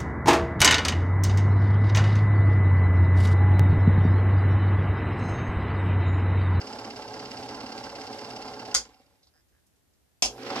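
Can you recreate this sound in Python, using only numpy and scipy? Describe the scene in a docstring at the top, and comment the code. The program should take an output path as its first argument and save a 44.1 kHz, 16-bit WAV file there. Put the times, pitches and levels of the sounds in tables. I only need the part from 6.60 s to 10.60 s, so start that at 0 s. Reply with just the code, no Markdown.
"""Film projector, off and on again

An old projector runs near a stereo microphone in a small draped room: gears rattle in the metal casing,
the claw ticks each frame, the motor hums and the fan whirs. A hand snaps the switch off and the works
coast down with faint ticks and creaks. The switch snaps on again and the works catch and surge."""
import sys
import numpy as np
from scipy import signal
from scipy.fft import rfft, irfft
from scipy.io import wavfile

SR = 44100
rng = np.random.default_rng(int(sys.argv[2]) if len(sys.argv) > 2 else 0)


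def unload_wav(signal):
    """Save mono or channel-first audio to the path in sys.argv[1] as 16-bit WAV at rate SR, clipped to [-1, 1]."""
    wavfile.write(
        sys.argv[1],
        SR,
        np.round(np.clip(np.atleast_2d(signal).T, -1, 1) * 32767).astype(np.int16),
    )


N = 176400
TIME_S = np.arange(N) / SR
STOP_S, RESTART_S = 2.145, 3.62
STOPPED, LABOURING = TIME_S > STOP_S, TIME_S > RESTART_S   # each stays true to the end
COASTING = STOPPED & ~LABOURING
SPLIT_HZ = 1810   # divides the low and high bands of the works


def amp(db):
    """Decibels to gain."""
    return 10 ** (np.asarray(db) / 20)

def unit_rms(x):
    """Scales a signal to rms 1."""
    return x / np.sqrt(np.mean(x ** 2) + 1e-20)

def at_hz(curve, hz):
    """Reads a curve along a log frequency axis."""
    freqs, values = np.transpose(curve)
    return np.interp(np.log(hz + 1), np.log(freqs), values)

def filtered(x, kind, hz, order=2):
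    """Butterworth filter."""
    return signal.sosfilt(signal.butter(order, hz, kind, fs=SR, output="sos"), x)

def drift(rate_hz):
    """Slow random wander, spread 1."""
    pole = np.exp(-80 * np.pi * rate_hz / SR)
    slow = signal.lfilter([1], [1, -2 * pole, pole * pole], rng.standard_normal(N // 40 + 2002))[2000:]
    return np.interp(np.arange(N) / 40, np.arange(len(slow)), unit_rms(slow))

def clicks_at(times_s, db):
    """An impulse train from times and levels."""
    out = np.zeros(N)
    np.add.at(out, np.clip(np.asarray(times_s) * SR, 0, N - 1).astype(int), amp(db))
    return out

def ring(clicks, hz, t60_s):
    """One mode: a unit click starts a dying sine of height 1."""
    decay, step = amp(-60 / (t60_s * SR)), 2 * np.pi * hz / SR
    return signal.lfilter([0, np.sin(step)], [1, -2 * decay * np.cos(step), decay ** 2], clicks + 1e-18)

def add_burst(out, start_s, db, noise, t60_s, rise_s=.0006):
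    """Mixes in noise that rises quickly and dies away."""
    start, t = int(start_s * SR), np.arange(len(noise)) / SR
    envelope = (1 - np.exp(-t / rise_s)) * amp(db - 60 * t / t60_s)
    out[start:start + len(noise)] += (envelope * noise)[:N - start]

# How alike the two sides of the microphone hear diffuse sound: freq_hz, correlation
LEFT_RIGHT_LIKENESS = [(60, .85), (130, .92), (290, .97), (630, .87), (1380, .45), (3010, .1), (6590, .2),
                       (14400, 0)]

def stereo_noise(spectrum, size, likeness=LEFT_RIGHT_LIKENESS):
    """Coloured noise, partly shared by left and right; rms 1."""
    hz = np.arange(size // 2 + 1) * SR / size
    mid, side = rfft(rng.standard_normal((2, size)))
    alike = np.clip(at_hz(likeness, hz), -1, 1)
    pair = np.sqrt(1 + alike) * mid + np.sqrt(1 - alike) * side * [[1], [-1]]
    return unit_rms(irfft(amp(at_hz(spectrum, hz)) * pair, size))

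# The quiet of the room: freq_hz, density_db
ROOM_TONE_SPECTRUM = [(18, -40), (30, -17.5), (63, -3.5), (130, -13), (354, -17.5), (624, -22), (1190, -28),
                      (1700, -27.5), (2260, -29.5), (14000, -32)]

def room_tone():
    """Faint rumble and hiss all round the microphone."""
    return amp(-68) * stereo_noise(ROOM_TONE_SPECTRUM, N, likeness=[(60, .3), (200, .034)])

ROOM_T60_S, TREBLE_T60_S, TREBLE_HZ = .16, .13, 6500

def draped_room(direct, wet_db):
    """Direct sound plus a wash from nearby walls; the drapes soak up the treble sooner."""
    t = np.arange(16384) / SR
    noise = stereo_noise([(50, 4), (15000, -6)], len(t))
    body = filtered(noise, "low", TREBLE_HZ) * amp(-60 * t / ROOM_T60_S)
    treble = filtered(noise, "high", TREBLE_HZ) * amp(-60 * t / TREBLE_T60_S)
    wash = (body - treble) * (t > .003)
    wash /= np.sqrt(np.sum(wash ** 2) / 2)
    return direct + amp(wet_db) * signal.fftconvolve(direct[None], wash, axes=1)[:, :N]

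def cooling_air(low_edge_hz=6000):
    """Bright hiss of air, gone while the switch is off and stronger after the restart."""
    gain = amp(-72.5) * ~STOPPED + amp(-61) * LABOURING
    return gain * unit_rms(filtered(rng.standard_normal((2, N)), "high", low_edge_hz))

# Ticks as the works come to rest: start_s, level_db, low_edge_hz, high_edge_hz
SETTLING_TICKS = [(2.2523, -50, 1000, 3500), (2.629, -52, 3800, 5600), (2.669, -55, 3800, 5400),
                  (2.885, -66, 4000, 9000), (3.065, -61, 4500, 13000), (3.16, -67, 3500, 9000),
                  (3.335, -66, 3500, 7000)]
# Creaks among the ticks: start_s, length_s, low_ring_db, high_ring_db
SETTLING_CREAKS = [(2.732, .078, -63, -62), (2.92, .075, -63, -78)]

def settling(slips_per_s=130, low_ring_hz=1700, high_ring_hz=5050):
    """Faint ticks, and creaks made of quick uneven slips."""
    out = np.zeros(N)
    for start_s, db, low_hz, high_hz in SETTLING_TICKS:
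        noise = unit_rms(filtered(rng.standard_normal(4096), "band", [low_hz, high_hz]))
        add_burst(out, start_s, db - 6, noise, t60_s=.097)
    for start_s, length_s, low_db, high_db in SETTLING_CREAKS:
        slips_s = start_s + np.cumsum(rng.uniform(.7, 1.3, 12)) / slips_per_s
        slip_db = rng.normal(0, 2, 12) - 200 * (slips_s > start_s + length_s)   # mutes slips past the end
        for hz, db in ((low_ring_hz, low_db), (high_ring_hz, high_db)):
            out += ring(clicks_at(slips_s, db + slip_db), hz, t60_s=.011)
    return out

# A push on the casing at each throw of the switch: start_s, strength_db
TABLE_THUMPS = [(2.152, -38), (3.637, -36)]

def table_thumps():
    """The casing rocks on the table with a soft, deep thud."""
    pushes = clicks_at(*np.transpose(TABLE_THUMPS))
    return filtered(ring(pushes, hz=53, t60_s=.3), "low", 60)

# Motor hum and gear mesh: pitch_hz, level_db, labouring_change_db
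MOTOR_TONES = [(51.4, -68.5, -5.5), (120.3, -57, 0.5), (236, -69.5, 5), (361.5, -59, 10.5), (424, -49, 2),
               (482, -54.5, 7.5), (546.3, -58.5, 9), (770, -57, -0.5), (846, -60.5, 6), (1024, -58.5, -2)]

def motor(low_gain, waver_db=3, waver_hz=3.5):
    """Wavering tones that follow the low whir, drop out soon after the stop and return at the restart."""
    hum = np.zeros(N)
    for hz, db, change_db in MOTOR_TONES:
        gain = amp(db + change_db * LABOURING + waver_db * drift(8))
        cycles = np.cumsum(hz + waver_hz * drift(4)) / SR + rng.random()
        hum += gain * np.sin(2 * np.pi * cycles)
    sounding = (TIME_S < STOP_S + ROOM_T60_S) | LABOURING
    return hum * low_gain / low_gain[0] * sounding

# The fan's whir at speed: freq_hz, density_db
RUNNING_WHIR = [(24, -51), (40, -26.5), (115, 3), (163, -26.5), (261, 8.5), (333, -9), (427, -5),
                (507, -3.5), (830, 6.5), (939, -23), (2280, -10.5), (2710, -21), (3740, -16), (5020, -24.5),
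                (6920, -26), (13500, -40.5), (14500, -58)]
# The whir while labouring up to speed: freq_hz, density_db
LABOURING_WHIR = [(24, -51), (40, -30.5), (118, -7.5), (167, -24), (267, 7), (325, -10), (471, 0.5),
                  (618, -5.5), (771, 3.5), (1500, -7.5), (1830, -15.5), (5150, -25.5), (14500, -63)]

def fan(low_gain, high_gain, flicker_db=2.5):
    """A flickering rush of air that falls back behind the coasting gears."""
    rush = np.where(LABOURING, amp(3.5) * stereo_noise(LABOURING_WHIR, N), stereo_noise(RUNNING_WHIR, N))
    rush *= amp(flicker_db * drift(32))
    low, high = (unit_rms(filtered(rush, kind, SPLIT_HZ)) for kind in ("low", "high"))
    return amp(-4 - 1.5 * COASTING) * (low_gain * low + high_gain * high)

# The works catch as they restart: start_s, level_db
DRIVE_CATCHES = [(3.7798, -34), (3.8314, -28), (3.8653, -28), (3.902, -21), (3.9282, -30.5), (3.9604, -13)]

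def catches(tilt_db_per_octave=3):
    """Slack parts take up the drive in short knocks, brighter than the labouring whir."""
    spectrum = [(hz, db + tilt_db_per_octave * np.log2(hz)) for hz, db in LABOURING_WHIR]
    out = np.zeros(N)
    for start_s, db in DRIVE_CATCHES:
        add_burst(out, start_s, db - 14, stereo_noise(spectrum, 4096)[0], t60_s=.063)
    return out

# Modes of the metal casing: pitch_hz, width_hz, level_db
CASING_MODES = [(225.3, 11, -18.5), (276.2, 21, -10.5), (450.6, 17, -13.5), (561.3, 20, -15),
                (707, 37, -19.5), (754.3, 48.7, -12), (854, 52.2, -9), (1022.5, 75, -16.5),
                (1215, 240, -16.5), (1384, 60, -19.5), (1593, 210, -16), (2056, 110, -32), (2734, 86, -28),
                (3084, 148, -32.5), (4510, 520, -24.5), (4890, 230, -24), (5157, 130, -26.5),
                (5630, 280, -27.5), (5810, 250, -33), (6080, 250, -38), (7560, 300, -40)]

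def casing(strike):
    """Rings each mode with fresh clicks from strike(band); returns band 0 (low) and band 1 (high)."""
    bands = np.zeros((2, N))
    for k, (hz, width_hz, db) in enumerate(CASING_MODES):
        band = int(hz > SPLIT_HZ)
        t60_s = np.log(1000) / np.pi / width_hz
        bands[band] += (-1) ** k * amp(db) * np.sqrt(width_hz) * ring(strike(band), hz, t60_s)
    return bands

def gears(low_gain, high_gain, surge_db=1.5, spread_db=3):
    """Teeth rattle the casing in surges, sparser and duller when coasting or labouring."""
    hits_per_s = np.select([LABOURING, COASTING], [400, 90], default=800)
    force = amp(surge_db * drift(14)) / np.sqrt(hits_per_s)

    def teeth(band):
        hits = (rng.random(N) < hits_per_s / SR) * rng.choice([-1, 1], N)
        return force * hits * amp(spread_db * np.minimum(rng.exponential(1, N), 5))

    low, high = casing(teeth)
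    rattle = low_gain * unit_rms(low) + high_gain * unit_rms(high) * amp(-2 - 6 * STOPPED)
    return amp(-3.5 - 5.5 * LABOURING) * rattle

# The loudest knocks, running, coasting and catching: start_s, low_modes_db, high_modes_db
CASING_KNOCKS = [(.275, -31, -52), (.452, -35, -55), (0.858, -39.5, -55), (1.037, -30.5, -58),
                 (1.178, -36, -56), (1.266, -34.5, -54.5), (1.324, -30, -55), (1.5, -30.5, -49),
                 (1.734, -35.5, -55), (1.849, -31.5, -55), (1.996, -33.5, -39), (2.252, -51, -46),
                 (2.289, -54, -62), (2.343, -56.5, -51), (2.396, -51.5, -57.5), (2.465, -60, -60.5),
                 (2.555, -66, -64), (2.626, -68, -74), (2.668, -61, -74), (2.751, -62, -80),
                 (3.779, -43.5, -46), (3.831, -36.5, -35), (3.865, -35, -36), (3.903, -30.5, -27.5),
                 (3.912, -28, -42), (3.932, -25.5, -42), (3.959, -33, -27), (3.968, -25.5, -36),
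                 (3.99, -32, -36)]

def knocks(spread_db=3, rebound_s=.004, rebound_db=-2, soften_hz=950):
    """Each knock and its rebound strike every casing mode with a strength of their own."""
    start_s, *band_db = np.transpose(CASING_KNOCKS)

    def blows(times_s, db):
        return clicks_at(times_s, db + rng.normal(0, spread_db, len(db)))

    low, high = casing(lambda band: blows(start_s, band_db[band])
                       + blows(start_s + rebound_s, band_db[band] + rebound_db))
    low_peak, high_peak = np.abs(casing(lambda band: clicks_at([0], [0]))).max(axis=1)   # of a unit blow
    return filtered(low, "low", soften_hz) / low_peak + high / high_peak

# Claw contacts within one frame: position_frames, low_modes_db, high_modes_db
CLAW_CONTACTS = [(.185, -9, -4), (.255, -7, 0), (.32, -7, -4), (.37, -12, -11), (.69, -14, -12),
                 (.73, 0, -11), (.785, -1, -15)]

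def claw(low_gain, high_gain, frames=42, frames_per_s=17.14, jitter_s=.0003, coast_s=.21, spread_db=2):
    """The claw taps the casing in every frame; after the stop it comes slower, fainter and duller."""
    position, *band_db = np.transpose(CLAW_CONTACTS)
    steady_s = (np.arange(frames)[:, None] + position) / frames_per_s
    steady_s += rng.normal(0, jitter_s, steady_s.shape)
    speed = np.clip(1 - np.maximum(steady_s - STOP_S, 0) / coast_s, .05, 1)
    times_s = np.minimum(steady_s, STOP_S) - coast_s * np.log(speed)   # the speed dies exponentially
    frame_db = rng.normal(0, .7, (frames, 1))

    def contacts(band):
        db = band_db[band] + frame_db + rng.normal(0, spread_db, times_s.shape)
        return clicks_at(times_s.ravel(), db.ravel())

    rings = casing(contacts)
    low, high = rings / rings[:, :2 * SR].std(axis=1, keepdims=True)   # rms 1 at speed
    body = amp(-48) * low * low_gain / low_gain[0]
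    treble = amp(-48.5 - 11 * STOPPED) * high * high_gain / high_gain[0]
    return body + treble

# Switch contacts, a cluster going off and a cluster going on: start_s, level_db
SWITCH_CONTACTS = [(2.1435, -16.5), (2.1473, -12.5), (2.1482, -11.5), (2.151, -28), (2.158, -43),
                   (2.166, -18.5), (2.175, -31.5), (3.6228, -10), (3.6255, -13.5), (3.6285, -21),
                   (3.634, -30), (3.642, -30), (3.649, -20), (3.657, -18)]
# The crack of switching off: freq_hz, density_db
OFF_CRACK = [(180, -35), (300, -18.5), (861, -17), (1360, -8.5), (1790, -17.5), (2140, -13), (2600, -14),
             (4020, -11), (5050, -1.5), (7100, -6), (14500, -34)]
# The crack of switching on: freq_hz, density_db
ON_CRACK = [(120, -41), (200, -0.5), (286, -8.5), (361, -20), (556, -28), (1100, -10.5), (1780, -29),
            (2740, 0), (3920, -10), (6030, 1.5), (13300, -29.5), (14500, -51)]
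# Modes of the switch: pitch_hz, off_db, on_db, t60_s
SWITCH_MODES = [(560, -39, -11.5, .08), (746, -33, -6, 0.042), (1054, -26, -20, 0.02),
                (1320, -13, -43, .015), (1420, -15.5, -41, .015), (2780, -33, -23, 0.015),
                (3060, -27.5, -11, .01), (3330, -28, 1, .01), (4590, -5, -28, .03), (5100, -4.5, -18, .03),
                (5700, -11.5, -9, .02), (7040, -12, -20, 0.013), (7460, -27, -45, .25),
                (7600, -13.5, -11, .01)]

def switch(crack_db=1.5, ring_db=-12.5, low_cut_hz=230):
    """Each contact is a crack of noise and a blow on the modes of the switch."""
    out = np.zeros(N)
    for start_s, db in SWITCH_CONTACTS:
        crack = stereo_noise(OFF_CRACK if start_s < RESTART_S else ON_CRACK, 4096)[0]
        add_burst(out, start_s, db + crack_db, crack, t60_s=.016)
    times_s, contact_db = np.transpose(SWITCH_CONTACTS)
    for k, (hz, off_db, on_db, t60_s) in enumerate(SWITCH_MODES):
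        mode_db = np.where(times_s < RESTART_S, off_db, on_db) + rng.normal(0, 3, len(times_s))
        out += (-1) ** k * ring(clicks_at(times_s, contact_db + mode_db + ring_db), hz, t60_s)
    return filtered(out, "high", low_cut_hz, order=4)

# Phase between the two microphone ports: freq_hz, left_lead_rad
PORT_PHASE = [(100, .05), (400, .15), (1000, 0.26), (2500, 2.11), (6000, 1.6), (14000, 1.5)]

def at_microphone(source, balance):
    """The two ports hear a source with a difference in level and phase."""
    hz = np.arange(N // 2 + 1) * SR / N
    side = np.array([[.5], [-.5]])
    response = amp(at_hz(balance, hz) * side) * np.exp(1j * at_hz(PORT_PHASE, hz) * side)
    return irfft(rfft(source) * response, N)

# Loudness of the works as they run, coast and restart: time_s, low_whir_db, high_whir_db
WORKS_LEVELS = [(0, -41, -46.5), (.5, -41.5, -46.5), (1.1, -40.5, -46), (1.6, -41.5, -46.5),
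                (2.139, -41.5, -47.5), (2.25, -56.5, -54), (2.4, -66, -64.5), (2.55, -70, -69),
                (2.8, -96, -89), (3.62, -87, -99), (3.64, -45, -49), (3.74, -46, -52.5), (3.8, -44.5, -45),
                (3.88, -37.5, -36), (3.952, -34.5, -33), (4, -33.5, -29)]
# Where the works sit, heard from the microphone: freq_hz, left_minus_right_db
WORKS_BALANCE = [(60, -2), (200, 0), (500, -2), (1260, -4), (2320, -6), (4260, -1), (7840, -6.5),
                 (14400, 0.5)]
# Where the switch sits: freq_hz, left_minus_right_db
SWITCH_BALANCE = [(60, 8), (180, -2), (540, -1), (1610, -5), (4810, 1.5), (14400, -11)]

def scene():
    """The works sound close and fairly dry; the switch carries more of the room."""
    times_s, *band_db = np.transpose(WORKS_LEVELS)
    low_gain, high_gain = (amp(np.interp(TIME_S, times_s, db)) for db in band_db)
    whir = fan(low_gain, high_gain)
    rattle = gears(low_gain, high_gain)
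    direct = whir + cooling_air() + motor(low_gain) + table_thumps()
    clatter = rattle + claw(low_gain, high_gain) + knocks() + catches() + settling()
    works = at_microphone(direct + draped_room(clatter, wet_db=-10.5), WORKS_BALANCE)
    snaps = at_microphone(draped_room(switch(), wet_db=-2), SWITCH_BALANCE)
    return works + snaps + room_tone()

def record(dry):
    """The microphone drops the deep bass, and the top is cut steeply."""
    low_cut_hz, high_cut_hz = 42, 14300
    thinned = filtered(dry, "high", low_cut_hz)
    return signal.sosfilt(signal.cheby2(16, 40, high_cut_hz, fs=SR, output="sos"), thinned)


dry = scene()
out = record(dry)
unload_wav(out)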